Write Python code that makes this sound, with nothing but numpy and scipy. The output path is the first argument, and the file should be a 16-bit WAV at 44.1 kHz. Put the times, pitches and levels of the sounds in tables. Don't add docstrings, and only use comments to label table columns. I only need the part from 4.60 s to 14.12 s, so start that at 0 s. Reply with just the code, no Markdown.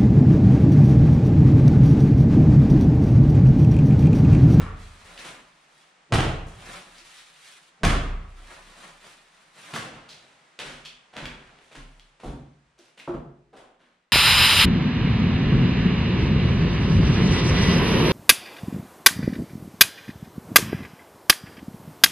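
import sys
import numpy as np
from scipy import signal
from scipy.fft import rfft, irfft, next_fast_len
from scipy.io import wavfile
from scipy.ndimage import uniform_filter1d

SR = 44100
rng = np.random.default_rng(int(sys.argv[2]) if len(sys.argv) > 2 else 0)


def generate_wav(sig):
    pcm = np.round(np.clip(np.atleast_2d(sig).T, -1, 1) * 32767).astype(np.int16)
    wavfile.write(sys.argv[1], SR, pcm)


N = 419832


def amp(db):
    return 10 ** (np.asarray(db) / 20)


def value_at(points, hz):
    freq_hz, value = np.transpose(points)
    return np.interp(np.log(hz + 1), np.log(freq_hz + 1), value)


def unit(x):
    return x / np.sqrt(np.mean(x ** 2) + 1e-20)


def blow(x):
    return x * np.sqrt(SR / 10 / (np.sum(x ** 2) + 1e-20))


def add(mix, start_s, sound):
    part = mix[max(round(start_s * SR), 0):][:len(sound)]
    part += sound[:len(part)]


def colour(x, spectrum, tilt_db_oct=0, size=4096):
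    hz = abs(np.fft.fftfreq(size, 1 / SR))
    log_gain = np.log(amp(value_at(spectrum, hz) + tilt_db_oct * np.log2(hz / 1000 + 0.1)))
    taps = np.fft.ifft(np.exp(np.conj(signal.hilbert(log_gain)))).real
    return signal.oaconvolve(x, taps[:size // 2])[:len(x)]


def grains(count, spread_db):
    noise = rng.standard_normal(count)
    return unit(noise * amp(spread_db * np.minimum(rng.exponential(1, count), 6)))


def crush(settle_s, spread_db, strike=0, rise_s=0.00086):
    t = np.arange(SR // 2) / SR
    burst = grains(len(t), spread_db) * np.exp(-t / settle_s) * (1 - np.exp(-t / rise_s))
    burst /= np.linalg.norm(burst)
    burst[0] += strike
    return burst


def ring(modes, rise_s):
    t = np.arange(2 * SR) / SR
    tones = sum(amp(db - 60 * t / t60_s) * np.sin(2 * np.pi * hz * t) for hz, db, t60_s in modes)
    return (1 - np.exp(-t / rise_s)) * tones


# freq_hz, t60_s
ROOM_DECAY = [(40, 1), (120, 0.76), (300, 0.61), (700, 0.72), (1400, 0.66), (2800, 0.66), (5500, 0.48),
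              (8000, 0.48), (14000, 0.17)]
# freq_hz, side_over_mid_db
STEREO_WIDTH = [(30, -38), (125, -19.5), (300, -12.5), (500, -8), (1100, -0.5), (2500, -4.5), (5000, -3.5),
                (10000, 3.5)]


def room(x, wet_db, t60_scale=1, build_s=0.0044, crossfade_hz=11, patterns=3):
    t = np.arange(SR) / SR
    hz, frame_s, spectra = signal.stft(rng.choice([-1., 1.], (2, patterns, SR)), SR, nperseg=256)
    t60_s = t60_scale * value_at(ROOM_DECAY, hz)[:, None]
    spectra *= 10 ** (-3 * frame_s / t60_s) * np.sqrt(2 * np.log(1000) / (t60_s * SR))
    tails = signal.istft(spectra, SR, nperseg=256)[1][..., :SR]
    tails = amp(wet_db) * tails * (1 - np.exp(-t / build_s))
    turn = crossfade_hz * np.arange(N) / SR + np.arange(patterns)[:, None] / patterns
    shares = x * np.cos(np.pi * turn) * np.sqrt(2 / patterns)
    size = next_fast_len(N + SR)
    echoes = (rfft(shares.astype("float32"), size) * rfft(tails.astype("float32"), size)).sum(1)
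    mid, side = irfft(echoes, size)[:, :N]
    side = colour(side, STEREO_WIDTH)
    return (x + np.array([mid + side, mid - side])) / np.hypot(1, amp(wet_db))


# freq_hz, level_db
SLAP_SPECTRUM = [(60, -28.5), (170, -34), (270, -4), (420, -5.5), (560, -5), (740, -4.5), (980, -8.5),
                 (1280, -6), (1600, -9), (3000, -11), (4800, -18.5), (9500, -25.5), (15000, -42)]
# freq_hz, level_db
THUD_SPECTRUM = [(20, -22), (40, -18), (50, -7.5), (75, 0), (125, 2), (170, 1), (230, -10), (330, -19),
                 (700, -31.5), (2000, -90)]


def bag_impact(contact_s, settle_s, slap_db, slap_db_oct, thud_db, thud_db_oct):
    sharpness = 0.0007 / contact_s
    paper = crush(settle_s, spread_db=4.5, strike=0.39 * sharpness, rise_s=contact_s)
    powder = crush(settle_s, spread_db=-3, strike=0.6 * sharpness, rise_s=contact_s)
    slap = amp(slap_db) * blow(colour(paper, SLAP_SPECTRUM, slap_db_oct))
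    thud = amp(thud_db) * blow(colour(powder, THUD_SPECTRUM, thud_db_oct))
    return slap + thud


# pitch_hz, level_db, t60_s
FLOOR_MODES = [(41, 3, 0.46), (62, 1, 1), (69, -14, .7), (84.2, -4, 0.83), (88.6, -0.5, 0.9),
               (115.2, -14.5, 1), (127.6, -21, 0.23), (163, 2.5, 0.21), (167.5, 2, 0.68), (186, 3.5, 0.14),
               (232.2, 7, 0.18), (228.6, -1.5, 0.69), (277, -6, 0.36)]


def floor_ring(tilt_db_oct):
    modes = [(hz, db + tilt_db_oct * np.log2(hz / 100), t60_s) for hz, db, t60_s in FLOOR_MODES]
    return ring(modes, rise_s=0.017)


# pitch_hz, level_db, t60_s
JOIST_MODES = [(33.5, 2.5, 1.02), (30.02, -15.5, 1.9)]


def joist_swing(rise_s):
    return ring(JOIST_MODES, rise_s)


# freq_hz, level_db
RATTLE_SPECTRUM = [(300, -55), (1000, -14), (1170, -6.5), (1265, -14.5), (1330, -12), (1450, -14.5),
                   (1670, -16), (2000, -17.5), (6000, -60.5)]
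# pitch_hz, level_db, t60_s
FITTING_MODES = [(1263, -1, 1.0), (1320, -1, 0.9), (1620, -11.5, 0.59), (1960, -13, 0.6), (2238, -9.5, 0.6)]


def fittings(level_db):
    clatter = blow(colour(crush(0.11, spread_db=9.5), RATTLE_SPECTRUM))
    return amp(level_db) * clatter, amp(level_db - 7) * ring(FITTING_MODES, rise_s=0.01)


# start_s, contact_s, thud_db, slap_db, slap_db_oct,
# slump_re_slap_db, ring_db, ring_db_oct, swing_db, rattle_db
BAG_DROPS = [(0.0, 0.0016, -34, -42.5, -3, -12.5, -40, -2.5, -32.5, -43.5),
             (1.523, 0.00087, -21, -24.5, -1.5, -2, -29.5, -1.5, -23.5, -45.5),
             (3.2341, 0.00076, -26.5, -24.5, -0.5, -6.5, -23, -3, -14, -30.5),
             (5.131, 0.012, -43.5, -35.5, 1.5, -10.5, -58.5, 16, -60, -60)]


def bags():
    hits, floor = np.zeros(N), np.zeros(N)
    joists = joist_swing(rise_s=0.036)
    for (start_s, contact_s, thud_db, slap_db, slap_db_oct,
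         slump_db, ring_db, ring_db_oct, swing_db, rattle_db) in BAG_DROPS:
        stages = [(0, 0, 0, 0, 0.034),
                  (0.014, -8.5, -8.5, 5, 0.013),
                  (0.062, slump_db - 5.5, slump_db, 0, 0.044),
                  (0.122, -13.5, -13, -5, 0.013)]
        for delay_s, thud_trim_db, slap_trim_db, tilt_db_oct, settle_s in stages:
            impact = bag_impact(contact_s, settle_s, slap_db + slap_trim_db, slap_db_oct + tilt_db_oct,
                                thud_db + thud_trim_db, 0.6 * ring_db_oct)
            add(hits, start_s + delay_s, impact)
        clatter, metal = fittings(rattle_db)
        add(hits, start_s, clatter)
        add(floor, start_s, amp(ring_db) * floor_ring(ring_db_oct) + amp(swing_db) * joists + metal)
        puff = blow(colour(crush(0.0079, spread_db=3.5), BOARD_SPECTRUM, tilt_db_oct=-10.5))
        cushion = puff[:SR // 10][::-1]
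        if start_s > 0.1:
            add(hits, start_s - 0.1, amp(thud_db - 25) * cushion)
    knots = np.arange(0, N + SR, SR // 20)
    waver_db = 2.2 * np.interp(np.arange(N), knots, rng.standard_normal(len(knots)))
    return room(hits, wet_db=0) + floor * amp(waver_db)


# freq_hz, level_db
AIR_SPECTRUM = [(20, -21.5), (45, -1), (100, -24.5), (150, 8), (220, -1.5), (400, 0.5), (800, 3.5),
                (2000, 1.5), (4000, -5.5), (9000, -13), (15000, -65)]
# time_s, level_db
AIR_ENVELOPE = [(0, -61.5), (7, -62.5), (9.5, -79)]


def still_air():
    mid, side = (unit(colour(noise, AIR_SPECTRUM)) for noise in rng.standard_normal((2, N)))
    side = colour(side, STEREO_WIDTH)
    time_s, level_db = np.transpose(AIR_ENVELOPE)
    return amp(np.interp(np.arange(N) / SR, time_s, level_db)) * np.array([mid + side, mid - side])


def tug(peak_s, swell_s, relax_s, crest_s=0.028):
    t = np.arange(N) / SR - peak_s
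    away_s = np.hypot(t, crest_s) - crest_s
    return np.exp(-np.minimum(away_s / np.where(t < 0, swell_s, relax_s), 20))


# start_s, end_s, paper_db
SACK_HOLDS = [(0.19, 1.317, -71.5), (1.99, 3.093, -64.5), (3.67, 5.13, -67.5)]
# peak_s, paper_db, drag_db, swell_s
SACK_TUGS = [(0.22, -55, -65, 0.025), (0.52, -53, -46, 0.2), (0.6, -46.5, -45, 0.006),
             (0.68, -53.5, -42, 0.049), (1.2, -63, -89, 0.14), (2.13, -46.5, -39.5, 0.11),
             (2.4, -54.5, -54, 0.09), (2.58, -51.5, -71, 0.2), (2.888, -51, -70, 0.095),
             (3.921, -52.5, -44, 0.1), (4.25, -52, -45.5, 0.19), (4.488, -54, -51.5, 0.075),
             (4.75, -63, -55, 0.0094), (4.991, -52, -50, 0.025), (5.08, -49.5, -45, 0.039)]
# freq_hz, level_db
PAPER_SPECTRUM = [(100, -37), (500, -12), (1500, 3.5), (3500, 5), (5500, 0), (10000, -2), (15000, -16)]
# freq_hz, level_db
DRAG_SPECTRUM = [(40, -30.5), (100, -10), (160, 1.5), (300, -3), (500, -3), (800, -1.5), (1400, -2.5),
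                 (2500, -7), (5000, -31.5), (12000, -52)]


def sacks(paper_trim_db=3, drag_trim_db=-4):
    t = np.arange(N) / SR
    held = sum(amp(db) * (t > start_s) * (t < end_s) for start_s, end_s, db in SACK_HOLDS)
    crackle = uniform_filter1d(held, SR // 30)
    scrape = np.zeros(N)
    for peak_s, paper_db, drag_db, swell_s in SACK_TUGS:
        crackle = np.hypot(crackle, amp(paper_db) * tug(peak_s, swell_s, relax_s=0.084))
        scrape = np.hypot(scrape, amp(drag_db) * tug(peak_s, swell_s, relax_s=0.089))
    clumps = amp(1.9 * unit(uniform_filter1d(rng.standard_normal(N), SR // 100)))
    paper = amp(paper_trim_db) * crackle * unit(colour(grains(N, spread_db=3) * clumps, PAPER_SPECTRUM))
    drag = amp(drag_trim_db) * scrape * unit(colour(grains(N, spread_db=6) * clumps, DRAG_SPECTRUM))
    return room(paper + drag, wet_db=4, t60_scale=0.25, patterns=2)


# start_s, level_db, centre_hz, decay_s
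SNAP_CLUSTERS = [(.577, -49.5, 2800, 0.007), (1.868, -60, 7040, 0.023), (2.382, -57.5, 5170, 0.011),
                 (5.16, -39, 1450, 0.0069), (5.489, -48.5, 3930, 0.035), (5.9904, -43.5, 3150, 0.0051),
                 (5.999, -44.5, 3260, 0.007), (6.251, -44.5, 3350, 0.018), (6.5671, -45.5, 3060, 0.0011),
                 (6.656, -42.5, 2560, 0.0037), (6.989, -66, 2900, 0.00067), (7.397, -60, 3380, 0.0012),
                 (8.19, -65, 5300, 0.0034), (8.254, -69, 5000, 0.0094), (8.377, -57.5, 2640, 0.0091),
                 (8.399, -51.5, 2420, 0.0073)]


def snaps():
    cracks = np.zeros(N)
    for start_s, level_db, hz, decay_s in SNAP_CLUSTERS:
        spectrum = [(hz / 8, -30), (hz / 2, -10), (hz, 0), (hz * 1.74, -12), (hz * 4, -29)]
        cluster = crush(decay_s, spread_db=4.5, strike=0.0048 / decay_s)
        add(cracks, start_s, amp(level_db) * blow(colour(cluster, spectrum)))
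    return room(cracks, wet_db=2, t60_scale=0.75, crossfade_hz=70)


# freq_hz, level_db
HEEL_SPECTRUM = [(25, -29), (50, 7), (75, -6), (105, -13), (135, 11.5), (180, 0), (250, 4.5), (350, -4.5),
                 (700, -19), (2000, -92)]


def thump(level_db, roll_s):
    return amp(level_db) * blow(colour(crush(roll_s, spread_db=1, rise_s=0.0025), HEEL_SPECTRUM))


# freq_hz, level_db
BOARD_SPECTRUM = [(50, -42), (150, -8), (250, -5), (350, -3.5), (560, -1), (820, -3.5), (1150, -8.5),
                  (1550, -17), (3000, -41), (9000, -51)]
# freq_hz, level_db
GRIT_SPECTRUM = [(60, -17), (200, -1), (500, -9.5), (900, 0), (1500, 4.5), (2200, 3.5), (3300, 2.5),
                 (5000, -4.5), (10000, -9), (15000, -30.5)]


def tread(thump_db, board_db, grit_db, grit_db_oct, roll_s):
    board = blow(colour(crush(roll_s, spread_db=4, strike=0.065), BOARD_SPECTRUM))
    grit = blow(colour(crush(roll_s, spread_db=4.5, rise_s=0.0043), GRIT_SPECTRUM, grit_db_oct))
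    return thump(thump_db, roll_s) + amp(board_db) * board + amp(grit_db) * grit


# start_s, sole_lag_s, thump_db, board_db, grit_db, grit_db_oct, roll_s, ring_db, swing_db
FOOTFALLS = [(0.645, 0.028, -55.5, -53.5, -48, 2.5, 0.03, -75, -75),
             (5.988, 0.064, -50, -45.5, -40.5, -0.9, 0.086, -67, -45),
             (6.56, 0.062, -44.5, -46, -41.5, -3.5, 0.051, -52, -42),
             (7.147, 0.021, -51, -54.5, -50, -1, 0.026, -71, -33),
             (7.631, 0.024, -38.5, -42.5, -54, 1.5, 0.055, -43, -52),
             (8.4749, 0.063, -37.5, -37.5, -55, -4, 0.021, -55, -57),
             (8.929, 0.039, -75, -50, -60.5, -3, 0.076, -84, -59.5)]
# start_s, grit_db, grit_db_oct, decay_s
SHOE_SCUFFS = [(5.317, -50, -4, 0.11), (5.478, -54.5, 0.5, 0.3), (6.529, -45.5, -3.5, 0.26),
               (7.005, -59, 3, 0.52), (7.113, -56, 0, 0.019), (7.597, -57, -1.5, 0.028),
               (8.178, -60, 1, 0.11), (8.372, -55.5, 1.5, 0.056), (8.962, -58.5, 0.5, 0.04),
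               (9.191, -62.5, -3, 0.12)]


def footsteps(weight_lag_s=0.1, damping_s=0.23, pan_left_db=0.06):
    steps, floor = np.zeros(N), np.zeros(N)
    planted = np.exp(-np.arange(2 * SR) / SR / damping_s)
    joists = joist_swing(rise_s=0.086) * planted
    boards = floor_ring(tilt_db_oct=-10.5) * planted
    for start_s, lag_s, thump_db, board_db, grit_db, grit_db_oct, roll_s, ring_db, swing_db in FOOTFALLS:
        heel = tread(thump_db - 5.5, board_db, grit_db, grit_db_oct, roll_s)
        sole = tread(thump_db, board_db - 6.5, grit_db - 5, grit_db_oct, roll_s)
        add(steps, start_s, heel)
        add(steps, start_s + lag_s, sole)
        add(steps, start_s + weight_lag_s, thump(thump_db - 8.5, roll_s))
        add(floor, start_s + lag_s, amp(swing_db) * joists + amp(ring_db) * boards)
    for start_s, grit_db, grit_db_oct, decay_s in SHOE_SCUFFS:
        add(steps, start_s, tread(grit_db - 12.5, grit_db - 3.5, grit_db, grit_db_oct, decay_s))
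    return amp([[pan_left_db], [-pan_left_db]]) * room(steps, wet_db=1, t60_scale=0.81) + floor


# start_s, level_db
SHEET_KNOCKS = [(2.412, -63), (7.645, -44.5), (8.192, -57.5), (8.482, -35.5), (8.493, -30)]
# pitch_hz, level_db, t60_s
SHEET_MODES = [(349, 7.5, 0.19), (413.5, -10.5, 0.89), (670, 1, 0.089), (1082, -12, 0.047)]


def plywood():
    knocks = np.zeros(N)
    for start_s, level_db in SHEET_KNOCKS:
        add(knocks, start_s, amp(level_db) * ring(SHEET_MODES, rise_s=0.00097))
    return room(knocks, wet_db=-7, patterns=2)


def scene():
    return bags() + still_air() + sacks() + snaps() + footsteps() + plywood()


# freq_hz, gain_db
MIC_RESPONSE = [(3000, -0.5), (10200, -2.5), (11500, -10), (14000, -6), (15000, -24.5)]


def record(dry, cutoff_hz=15300):
    left = colour(dry[0], [(3000, 0.33), (10000, 0.48)])
    right = colour(dry[1], [(3000, 0.72), (10000, -0.75)])
    channels = np.array([colour(left, MIC_RESPONSE), colour(right, MIC_RESPONSE)])
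    lowpass = signal.firwin(511, cutoff_hz, window=("kaiser", 9), fs=SR)
    return signal.oaconvolve(channels, lowpass[None], "same", axes=1)


dry = scene()
out = record(dry)
generate_wav(out)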